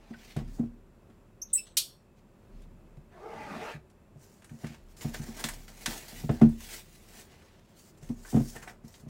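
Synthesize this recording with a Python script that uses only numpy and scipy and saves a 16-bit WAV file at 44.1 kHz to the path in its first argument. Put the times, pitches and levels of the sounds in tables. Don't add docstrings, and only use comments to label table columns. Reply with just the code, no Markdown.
import sys
import numpy as np
from scipy import signal
from scipy.fft import rfft, irfft, next_fast_len
from scipy.io import wavfile
from scipy.ndimage import uniform_filter1d

SR = 44100
rng = np.random.default_rng(int(sys.argv[2]) if len(sys.argv) > 2 else 0)


def volts_from_db(level):
    exponent = np.asarray(level, float) / 20
    return 10 ** exponent


def put_to_file(sound):
    columns = np.atleast_2d(sound).T
    safe = np.clip(columns, -1, 1)
    whole_steps = np.round(safe * 32767)
    wavfile.write(sys.argv[1], SR, whole_steps.astype(np.int16))


N = 400869
T = np.arange(N) / SR

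# [t/s, hum level/dB, deep modes/dB, hardness/dB, hum f/Hz]
LANDINGS = [(.367, -31.5, 6.5, -2, 215.6), (.411, -41, -8, -6, 240), (0.589, -42, -2, -5, 226),
            (.596, -19.5, -11, -15.5, 236), (.6341, -30, -5, -13, 236), (6.241, -32.5, 4, -8.5, 231),
            (6.296, -24, 5, 0, 222), (6.336, -29.5, -7, -15, 235), (6.418, -8, -8, -10, 227),
            (6.4312, -16.5, -10, -19, 227), (6.4442, -19.5, -6, -14, 226.6), (6.466, -30.5, 9, -14, 226),
            (8.093, -41, 1, -10, 227), (8.101, -24.5, -10, -16, 235.6), (8.331, -27.5, -9, -8.5, 228),
            (8.347, -15, -2.5, -13, 232.4), (8.37, -14, -7.5, -10.5, 236), (8.406, -23.5, -3, -11, 235.9)]
# [t/s, hum level/dB, deep modes/dB, hardness/dB]
KNOCKS = [(0.107, -35, -15, -14), (1.095, -50.5, -20, -7), (2.975, -59, 16.5, -2), (3.748, -48, 10, -1.5),
          (4.161, -57, 13, -1), (4.513, -42.5, 3, -11), (4.539, -43.5, -2, -27), (4.64, -33, 1.5, -8),
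          (4.7, -44.5, 2, -10), (5.05, -29.5, 3, -6.5), (5.089, -38.5, -6, -15), (5.198, -37, 4.5, -13),
          (5.287, -34.5, -12, -14), (5.443, -33, -6, -5.5), (5.877, -33.5, -7, -7),
          (6.127, -47.5, -5, -4.5), (8.028, -61, 18, 4), (8.559, -48.5, 4, 3), (8.842, -41, -2, -13),
          (9.032, -49, 2, -7), (9.066, -42.5, 2.5, -8)]
# [multiple of hum f, level/dB, t60/s]
HUM = [(1, 4, 0.093), (1.003, -14, 0.36), (.87, -14.5, 0.12), (1.1, -8, 0.093)]
# [f/Hz, level/dB, t60/s]
DEEP = [(68, -16, 0.45), (123.6, -10.5, 0.13), (142.4, 0.5, 0.12)]
# [f/Hz, level/dB, t60/s]
BOX = [(322.8, -5, 0.17), (402, 2.5, 0.062), (491, -6.5, 0.08)]
# [f/Hz, level/dB, t60/s]
BOARD = [(611, 2.5, 0.091), (702, 8.5, 0.054), (787, -4, 0.091), (1100, -12, 0.027), (1470, -18, 0.052),
         (2040, -11, 0.031), (2970, -7.5, 0.016), (3480, -17, 0.042)]

# [t/s, peak level/dB, start f/Hz, end f/Hz, length/s]
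SQUEAKS = [(1.416, -35.5, 5350, 5950, 0.017), (1.42, -38, 6050, 6450, .028),
           (1.53, -18.5, 8900, 8760, 0.022), (1.532, -25, 7700, 7680, 0.03),
           (1.533, -35, 10510, 10300, 0.014), (1.532, -30.5, 9600, 9400, .02),
           (1.55, -47, 10400, 10200, .07), (1.545, -54, 13000, 13000, .085),
           (1.533, -42, 14600, 14100, .06), (1.546, -21.5, 8150, 7900, 0.042), (1.54, -48, 6800, 6500, .03),
           (1.559, -55, 2100, 1900, 0.012), (1.574, -40, 2680, 2620, .055), (1.577, -42, 5370, 5250, .049),
           (.14, -51, 1615, 1480, 0.021), (0.13, -58, 2100, 1800, 0.024), (0.11, -55, 750, 730, .02)]
# [f/Hz, level/dB, t60/s]
BLADE_RING = [(7740, -54.5, .45), (7800, -52.5, .45), (8080, -53, .45), (8810, -57, .4)]
# [t/s, level/dB]
HINGE = [
    (1.47, -80),
    (1.5, -68.5),
    (1.55, -65),
    (1.62, -67.5),
    (1.663, -68),
    (1.672, -58),
    (1.7, -65),
    (1.75, -80),
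]
# [t/s, peak level/dB]
LOCK = [
    (1.77, -3),
    (1.772, -12),
    (1.775, -7),
]
# [f/Hz, level per Hz/dB]
LOCK_CRACK = [(410, -66.5), (830, -48), (1050, -27.5), (1890, -26), (3000, -8.5), (4260, -3), (5400, -7),
              (13700, -12.5), (16000, -20)]
# [f/Hz, width/Hz, level/dB]
STEEL = [(3458, 710, -9), (4350, 400, -3.5), (4796, 400, -9.5), (5550, 250, -4.5), (8300, 1500, -13)]

# [t/s, pressure level/dB, panel resonance f/Hz, speed as hiss level/dB]
CUT = [
    (3.08, -86, 678, -12),
    (3.126, -61, 688, -7.5),
    (3.254, -44.5, 830, -17.5),
    (3.432, -45, 827, -6.5),
    (3.576, -40.5, 775, -8),
    (3.708, -43, 860, -3),
    (3.752, -62, 765, 7.5),
    (3.8, -68, 712, -12),
]
# [multiple of panel resonance f, width/Hz, level/dB]
LID = [(.52, 90, -2.5), (.78, 80, -6), (1, 111, 1), (1.5, 159, -8), (1.9, 200, -16.5), (2.4, 220, -12.5),
       (3, 400, -17)]
# [f/Hz, level per Hz/dB]
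BLADE_HISS = [(710, -38), (1200, -1.5), (1890, -2), (2430, -4), (3470, -10.5), (6000, -16.5),
              (13900, -31.5), (16000, -34)]

# [peak t/s, effort level/dB, rise/s, fall/s, box body/dB]
HOLDING = [(.1, -71.5, 0.25, 0.21, 11.5), (0.298, -57.5, 0.2, 0.15, -11), (0.389, -59.5, 0.018, 0.062, 7.5),
           (0.2, -64, 0.19, .12, -6), (0.495, -73.5, 0.12, 0.11, 0), (0.614, -70.5, .03, 0.072, 2),
           (7.33, -67, .03, .1, 3), (7.45, -69, .05, .12, 2), (7.31, -66, 0.061, 0.74, -0.5),
           (2.188, -74, .04, 0.038, -9), (2.45, -77, 0.0059, .03, -8), (2.64, -72.5, .25, .03, -15),
           (4.666, -58, 0.041, 0.14, 0)]
# [peak t/s, effort level/dB, rise/s, fall/s, box body/dB]
TEARING = [(5.018, -49.5, 0.016, .1, -1.5), (5.09, -58.5, 0.11, 0.15, 4), (5.144, -46, 0.014, 0.055, 0.5),
           (5.29, -58, 0.088, .07, 3.5), (5.41, -48, .13, 0.069, 2), (5.455, -42.5, .008, 0.1, -4),
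           (5.54, -56.5, 0.089, 0.14, -3), (5.64, -62, 0.071, 0.059, -5), (4.92, -70, 0.087, .06, -7),
           (6.26, -59.5, 0.051, 0.058, -5), (5.688, -58, .02, 0.072, 0), (5.845, -53, .18, 0.082, -6.5),
           (5.885, -41.5, .012, 0.18, -2), (5.98, -50, 0.14, .08, -16), (6.085, -53, .012, 0.14, -11),
           (6.17, -52, 0.14, 0.18, -8), (6.31, -57.5, .008, 0.17, 5.5), (6.43, -59.5, 0.036, 0.076, 12.5),
           (6.55, -82, .1, 0.081, -11), (6.63, -53.5, 0.037, 0.2, -12), (6.742, -46, 0.19, 0.1, -10.5),
           (6.95, -63.5, .2, 0.17, -15), (7.198, -51, 0.14, 0.065, -3)]
# [peak t/s, effort level/dB, rise/s, fall/s, box body/dB]
SLIDING = [(.56, -64, 0.085, 0.096, -3), (4.215, -67, 0.047, 0.41, -2), (4.62, -66, 0.28, 0.11, 3),
           (4.971, -62, .006, 0.08, -5), (5.23, -55.5, 0.084, 0.067, 1.5), (5.78, -66.5, 0.038, 0.045, 2),
           (7.654, -79, .03, 0.019, -6), (7.696, -81, 0.013, 0.066, -9), (7.79, -62, 0.037, 0.13, -11),
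           (7.9, -70.5, 0.091, 0.027, -12), (7.984, -70, 0.017, 0.035, -3), (8.03, -64, 0.022, 0.2, 0),
           (8.301, -51, 0.099, 0.1, -7), (8.36, -55.5, 0.036, 0.11, 5), (8.5, -53, 0.23, 0.11, -13),
           (8.564, -56, 0.036, 0.074, 8), (8.63, -54.5, 0.016, 0.063, 6.5),
           (8.677, -57, 0.0068, 0.059, 12.5), (8.85, -68, 0.017, 0.085, 3), (8.88, -65.5, .03, 0.098, -5),
           (8.95, -62.5, 0.067, .08, -2), (9.0, -68, .05, 0.077, -4), (9.09, -67, 0.014, .02, 6)]
# [rustle from f/Hz, rustle to f/Hz, body from f/Hz, body to f/Hz]
VOICES = [(1710, 5700, 450, 1600), (1630, 7500, 450, 1520), (3670, 10200, 535, 2220)]
CRISP_DB = (-10, -3, -4.5)
CRISP_PER_BODY = (-0.028, -0.096, -0.13)
# [f/Hz, level per Hz/dB]
FILM = [(240, 11), (400, 6), (598, -5), (676, -1), (1140, -11.5), (1680, -8), (1840, -6), (3580, -12),
        (7280, -9), (13900, -20.5), (16000, -18.5)]
# [t/s, peak level/dB, low part/dB, high part/dB]
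SNAPS = [(.138, -39, -8, -39), (.3651, -31, -15.5, -16), (1.6689, -43, -25, -20), (4.4209, -44, -11, -13),
         (4.4442, -39.5, -15, -7), (4.4942, -42.5, -8, -8), (4.6436, -30.5, 3, -9),
         (4.6678, -34.5, -20, -16), (4.7446, -39, -10.5, -15), (4.9676, -43, -30, -15),
         (5.0095, -33.5, -23, -18), (5.1447, -25.5, -15, -38), (5.44, -14.5, -21, -17.5),
         (5.4869, -19.5, -11, -4.5), (5.5394, -36, -17, 0), (5.68, -37, -15, -14),
         (5.8596, -12.5, -20.5, -15.5), (6.2934, -25, -6, -24), (6.4148, -25, -8.5, -17),
         (6.4911, -43, -17, 1), (6.6054, -34, -17, -9), (8.2487, -33, 6, -12), (8.2844, -41, 4, -12),
         (8.5606, -36, -8, -11), (8.6244, -35, -12, -24), (8.6757, -31, -4, -34), (8.9416, -39, -29, -32.5)]
# [t/s, peak level/dB, low part/dB]
TICKS = [(.4783, -50, -23), (1.0997, -51.5, -8), (2.1702, -62, -22), (2.4494, -63, -6), (2.6194, -52, -26),
         (2.9694, -55, -16), (3.1168, -53, 0), (3.15, -60, 0), (3.18, -56, 0), (5.389, -34, -13),
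         (6.08, -46, -20), (3.9, -52.5, -26), (6.9494, -46.5, -30), (7.1294, -60, -7), (7.4195, -44.5, -9),
         (8.09, -42.5, -21)]

# [t/s, level/dB, time to settle by 20 dB/s]
SHOVES = [(0, -57.5, 4), (.43, -39.5, .5), (.68, -39, 0.16), (1.2, -62.5, 1.2), (2.56, -46.5, 0.73),
          (4.84, -53, 0.5), (5.12, -43, 1.1), (5.52, -39, 0.24), (5.9, -40.5, 0.15), (6.17, -42, 1.1),
          (6.48, -30, 0.12), (6.66, -55, 0.5), (8.08, -48.5, 0.5), (8.4, -39.5, 0.35), (9.09, -57.5, .3)]
# [f/Hz, t60/s]
ROOM = [(125, 0.17), (500, 0.22), (2000, 0.16), (5000, 0.18), (14000, 0.2)]
# [f/Hz, level per Hz/dB]
AIR = [(12, -37.5), (20, -13), (91, -5), (130, -9.5), (222, -6.5), (270, -17.5), (377, -10), (485, -20.5),
       (527, -15), (825, -24.5), (897, -23), (1030, -24), (2820, -37.5), (4420, -42.5), (16000, -48)]


def knocks():
    out, t = np.zeros(N), T[:SR // 3]
    light_bump_hz = 229.3
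    blows = LANDINGS + [(*knock, light_bump_hz) for knock in KNOCKS]
    loads = rng.standard_normal((len(blows), 4, len(BOARD), 1))
    rattles = rng.standard_normal((len(blows), len(t)))
    swell = (1 - np.exp(-t / 0.0037)) ** 2
    choke = 0.55 + 0.44 * np.exp(-(t / 0.11) ** 2)
    hum_start = swell * choke * (1 - np.exp(-t / 0.0076))
    slap_start = 1 - np.exp(-t / .0009)
    for (s, db, deep_db, hard_db, hum_hz), load, rattle in zip(blows, loads, rattles):
        thud = evened(band(rattle, 300, 990, order=2)) * volts_from_db(-60 * t / 0.1) * (1 - np.exp(-t / 0.0026))
        add(out, s - .004, volts_from_db(db + hard_db - 11.5) * thud)
        slap_db = -1 + 1.28 * hard_db
        hum = np.multiply(HUM, [hum_hz, 1, 1])
        parts = [(hum, 0, hum_start, .004), (DEEP, deep_db, swell, .03),
                 (BOX, hard_db, np.sqrt(swell), .03), (BOARD, slap_db, slap_start, .05)]
        for (modes, share_db, start, spread), luck in zip(parts, load):
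            sound = ring(modes, t, 1 + spread * luck[:len(modes)]).sum(0) * start
            add(out, s - .004, volts_from_db(db + share_db) * sound / abs(sound).max())
    return out


def squeak(db, hz0, hz1, length):
    t = T[:int(length * SR)]
    unsteady_hz = (0.013 * hz0 + .17 * abs(hz1 - hz0)) * np.sqrt(.014 / length)
    octave = volts_from_db(-20) * (4 * hz0 < SR * .8)
    slips = rng.standard_normal((2, 4096))
    drift, grip = uniform_filter1d(uniform_filter1d(slips, 60), 60)
    hz = hz0 + (hz1 - hz0) * np.sqrt(t / length) + unsteady_hz * np.tanh(evened(drift)[:len(t)])
    turns = 2 * np.pi * np.cumsum(hz) / SR
    bite = np.sin(np.pi * (t / length) ** 0.46) ** 1.4 * volts_from_db(2.5 * evened(grip)[:len(t)])
    fuzz = []
    for k, noise in zip((1, 2), slips):
        edges_hz = np.minimum(k * hz.mean() * np.array([1 - 0.068, 1 + 0.068]), [20000, 21000])
        fuzz.append(evened(band(noise, *edges_hz, order=4))[-len(t):])
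    smear = volts_from_db(-11) * fuzz[0] + volts_from_db(-20) * (octave > 0) * fuzz[1]
    smear = smear * (min(.03 / length, 1) * min(hz0 / 5500, 1)) ** 2
    tone = np.sin(turns) + octave * np.sin(2 * turns)
    return volts_from_db(db) * (tone + smear) * bite * (1 - np.exp(-t / .0012)) ** 2


def knife():
    out = np.zeros(N)
    for s, *shape in SQUEAKS:
        add(out, s, squeak(*shape))
    add(out, 1.56, ring(BLADE_RING, T[:SR // 4]).sum(0) * signal.windows.tukey(SR // 4, .3))
    t = np.arange(HINGE[0][0], HINGE[-1][0], 1 / SR)
    slips = grit(3010, 2.7, .8, length=len(t))
    grind = patchy(resonate(slips, 3860, 600) + .6 * resonate(slips, 6100, 700), 3.95)
    add(out, t[0], volts_from_db(np.interp(t, *np.transpose(HINGE))) * evened(band(grind, 2160, 7000)))
    t = T[:SR // 3]
    for s, db in LOCK:
        jolt = rng.standard_normal(len(t))
        crack = colour(jolt, LOCK_CRACK) * (volts_from_db(-60 * t / 0.08) + 0.18 * volts_from_db(-60 * t / 0.27))
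        steel = sum(volts_from_db(g_db) * evened(resonate(resonate(jolt, hz, w), hz, w)) for hz, w, g_db in STEEL)
        strike = crack + 0.1 * steel * volts_from_db(-60 * t / 0.33)
        add(out, s - .001, volts_from_db(db - 16.5) * strike * (1 - np.exp(-t / 0.0008)))
    return out


def cutting():
    s, *columns = np.transpose(CUT)
    t = np.arange(s[0], s[-1], 1 / SR)
    press_db, hz, hiss_db = (np.interp(t, s, c) for c in columns)
    boom_db = -1 - 2.8 * abs(hiss_db + 8)
    slips = grit(4000, 2.4, 1.53, length=len(t)) * volts_from_db(1.1 * slow(30, length=len(t)))
    rasp = colour(slips, [(200, -27), (330, 7.0), (900, 7.0), (1600, -14), (2400, -48)])
    panel = volts_from_db(6.0) * patchy(rasp, 2.1, size=1024, count=4)
    for k, width, db in LID:
        wander = k * hz * (1 + .05 * slow(9, length=len(t)))
        bright_db = (hiss_db + 11.0) * (k > 1.7)
        level_db = db + bright_db + 3 * slow(14, length=len(t))
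        panel += volts_from_db(level_db) * evened(resonate(resonate(slips, wander, width), wander, 2 * width))
    hiss = patchy(colour(slips, [(600, -36.5)] + BLADE_HISS), 1.8)
    boom = resonate(resonate(slips, 194, 120), 216, 220)
    out = np.zeros(N)
    add(out, s[0], volts_from_db(press_db) * (evened(panel) + volts_from_db(hiss_db) * hiss + volts_from_db(boom_db) * evened(boom)))
    return out


def rubbing():
    film = patchy(colour(grit(3000, 2.5, 1.5), FILM), 1.4) * volts_from_db(1.3 * slow(90))
    film = patchy(film, 2.0, size=1024, count=4) * volts_from_db(0.96 * slow(25))
    out, crisp = np.zeros(N), broad(film, 10860, 18100)
    kinds = zip([HOLDING, TEARING, SLIDING], VOICES, CRISP_DB, CRISP_PER_BODY)
    for strokes, voices, top_db, per_body in kinds:
        power = np.zeros((3, N))
        for s, effort_db, rise, fall, body_db in strokes:
            at = slice(max(int((s - 2 * rise) * SR), 0), int((s + 2 * fall) * SR))
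            away = np.maximum((s - T[at]) / rise, (T[at] - s) / fall)
            shares_db = np.c_[0, body_db, top_db + per_body * body_db].T
            power[:, at] += volts_from_db(2 * (effort_db - 18.5 * away ** 1.01 + shares_db))
        rustle, body = broad(film, *voices[:2]), broad(film, *voices[2:])
        out += (np.sqrt(power) * [rustle, body, crisp]).sum(0)
    return out


def snaps():
    out, t = np.zeros(N), T[:SR // 5]
    tick_high_db = -13
    cracks = SNAPS + [(*tick, tick_high_db) for tick in TICKS]
    hiss = rng.standard_normal((len(cracks), len(t)))
    for (s, db, low_db, high_db), noise in zip(cracks, hiss):
        tilt = [(300, low_db - 13.0), (1700, low_db), (4500, -24.5),
                (9000, high_db - 12.5), (16000, high_db - 26.5)]
        crack = colour(noise, tilt) * (volts_from_db(-60 * t / 0.027) + 0.83 * volts_from_db(-60 * t / 0.099))
        add(out, s - .001, volts_from_db(db - 14.0) * crack * (1 - np.exp(-t / 0.0015)))
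    return out


def sway():
    sway_hz, lean_s, rest_db = 33.6, 0.089, -74
    shoves_db = [db - 20 * np.maximum((s - T) / lean_s, (T - s) / settle) for s, db, settle in SHOVES]
    level = volts_from_db(rest_db) + volts_from_db(np.max(shoves_db, 0))
    wobble = np.sin(2 * np.pi * np.cumsum(sway_hz + 0.51 * slow(2.7)) / SR) * volts_from_db(2.1 * slow(6.98))
    push = rng.standard_normal(N)
    rumble = volts_from_db(-8.0) * evened(band(push, 58, 191))
    rumble += volts_from_db(-12.5) * evened(resonate(resonate(push, 228, 40), 228, 80))
    return level * (volts_from_db(0.5) * wobble + volts_from_db(-2.0) * rumble)


def room(x):
    taps = np.zeros(SR // 2)
    at = np.arange(150, len(taps) - 20, 20)
    taps[at + rng.integers(0, 20, len(at))] = rng.choice([-1., 1.], len(at))
    hz, t, z = signal.stft(taps, SR, nperseg=256)
    tail = signal.istft(z * volts_from_db(-60 * t / read(ROOM, hz)[:, None]), SR, nperseg=256)[1]
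    return signal.fftconvolve(x, tail / np.linalg.norm(tail))[:N]


def air():
    hiss = rng.standard_normal(N)
    whine = volts_from_db(-89.5) * evened(resonate(hiss, 2600, 74)) + volts_from_db(-94) * evened(resonate(hiss, 7400, 300))
    return volts_from_db(-59 + 0.85 * slow(4.1)) * colour(hiss, AIR) + whine


def evened(x):
    return x / np.sqrt(np.mean(x ** 2) + 1e-20)


def read(points, hz):
    f, value = np.transpose(points)
    return np.interp(np.log(hz + 1), np.log(f + 1), value)


def add(mix, s, sound):
    part = mix[round(s * SR):][:len(sound)]
    part += sound[:len(part)]


def colour(x, points):
    size = next_fast_len(len(x))
    gain = volts_from_db(read(points, np.fft.rfftfreq(size, 1 / SR)))
    return evened(irfft(rfft(x, size) * gain, size)[:len(x)])


def band(x, lo_hz, hi_hz, order=3):
    edges_hz = [lo_hz, min(hi_hz, SR / 2 - 1)]
    return signal.sosfilt(signal.butter(order, edges_hz, "band", fs=SR, output="sos"), x)


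def broad(x, lo_hz, hi_hz):
    return evened(signal.sosfiltfilt(signal.butter(1, [lo_hz, hi_hz], "band", fs=SR, output="sos"), x))


def resonate(x, hz, width):
    turn = np.exp(2j * np.pi * np.cumsum(hz * np.ones(len(x))) / SR)
    r = np.exp(-np.pi * width / SR)
    return 2 * (turn * signal.lfilter([1 - r], [1, -r], x / turn)).real


def ring(modes, t, detune=1):
    hz, db, t60 = np.transpose(modes)[:, :, None]
    return volts_from_db(db - 60 * t / t60) * np.sin(2 * np.pi * hz * detune * t)


def grit(per_s, spread_db, smooth, length=N):
    size = volts_from_db(spread_db * np.minimum(rng.exponential(1, length), 5)) * (rng.random(length) < per_s / SR)
    return evened(size * rng.standard_normal(length)) + smooth * rng.standard_normal(length)


def slow(per_s, length=N):
    width = max(int(SR / per_s), 1)
    return evened(uniform_filter1d(uniform_filter1d(rng.standard_normal(length), width), width))


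def patchy(x, depth_db, size=256, count=14):
    z = signal.stft(x, nperseg=size)[2]
    patches = uniform_filter1d(uniform_filter1d(rng.standard_normal(z.shape[::-1]), count, 0), 3, 1)
    return signal.istft(z * volts_from_db(depth_db * evened(patches).T), nperseg=size)[1][:len(x)]


def scene():
    thuds, blade, hands = knocks(), knife(), rubbing() + snaps() + cutting()
    echo = room(volts_from_db(-11.5) * thuds + volts_from_db(-10.0) * blade + volts_from_db(-10.0) * hands)
    return (thuds + blade + hands + echo + sway() + air())[None]


def roll_off(x):
    return signal.sosfilt(signal.butter(12, 16530, fs=SR, output="sos"), x)


def record(dry):
    limited = signal.oaconvolve(dry, signal.firwin(255, 15900, fs=SR)[None], "same")
    return roll_off(limited)


dry = scene()
out = record(dry)
put_to_file(out)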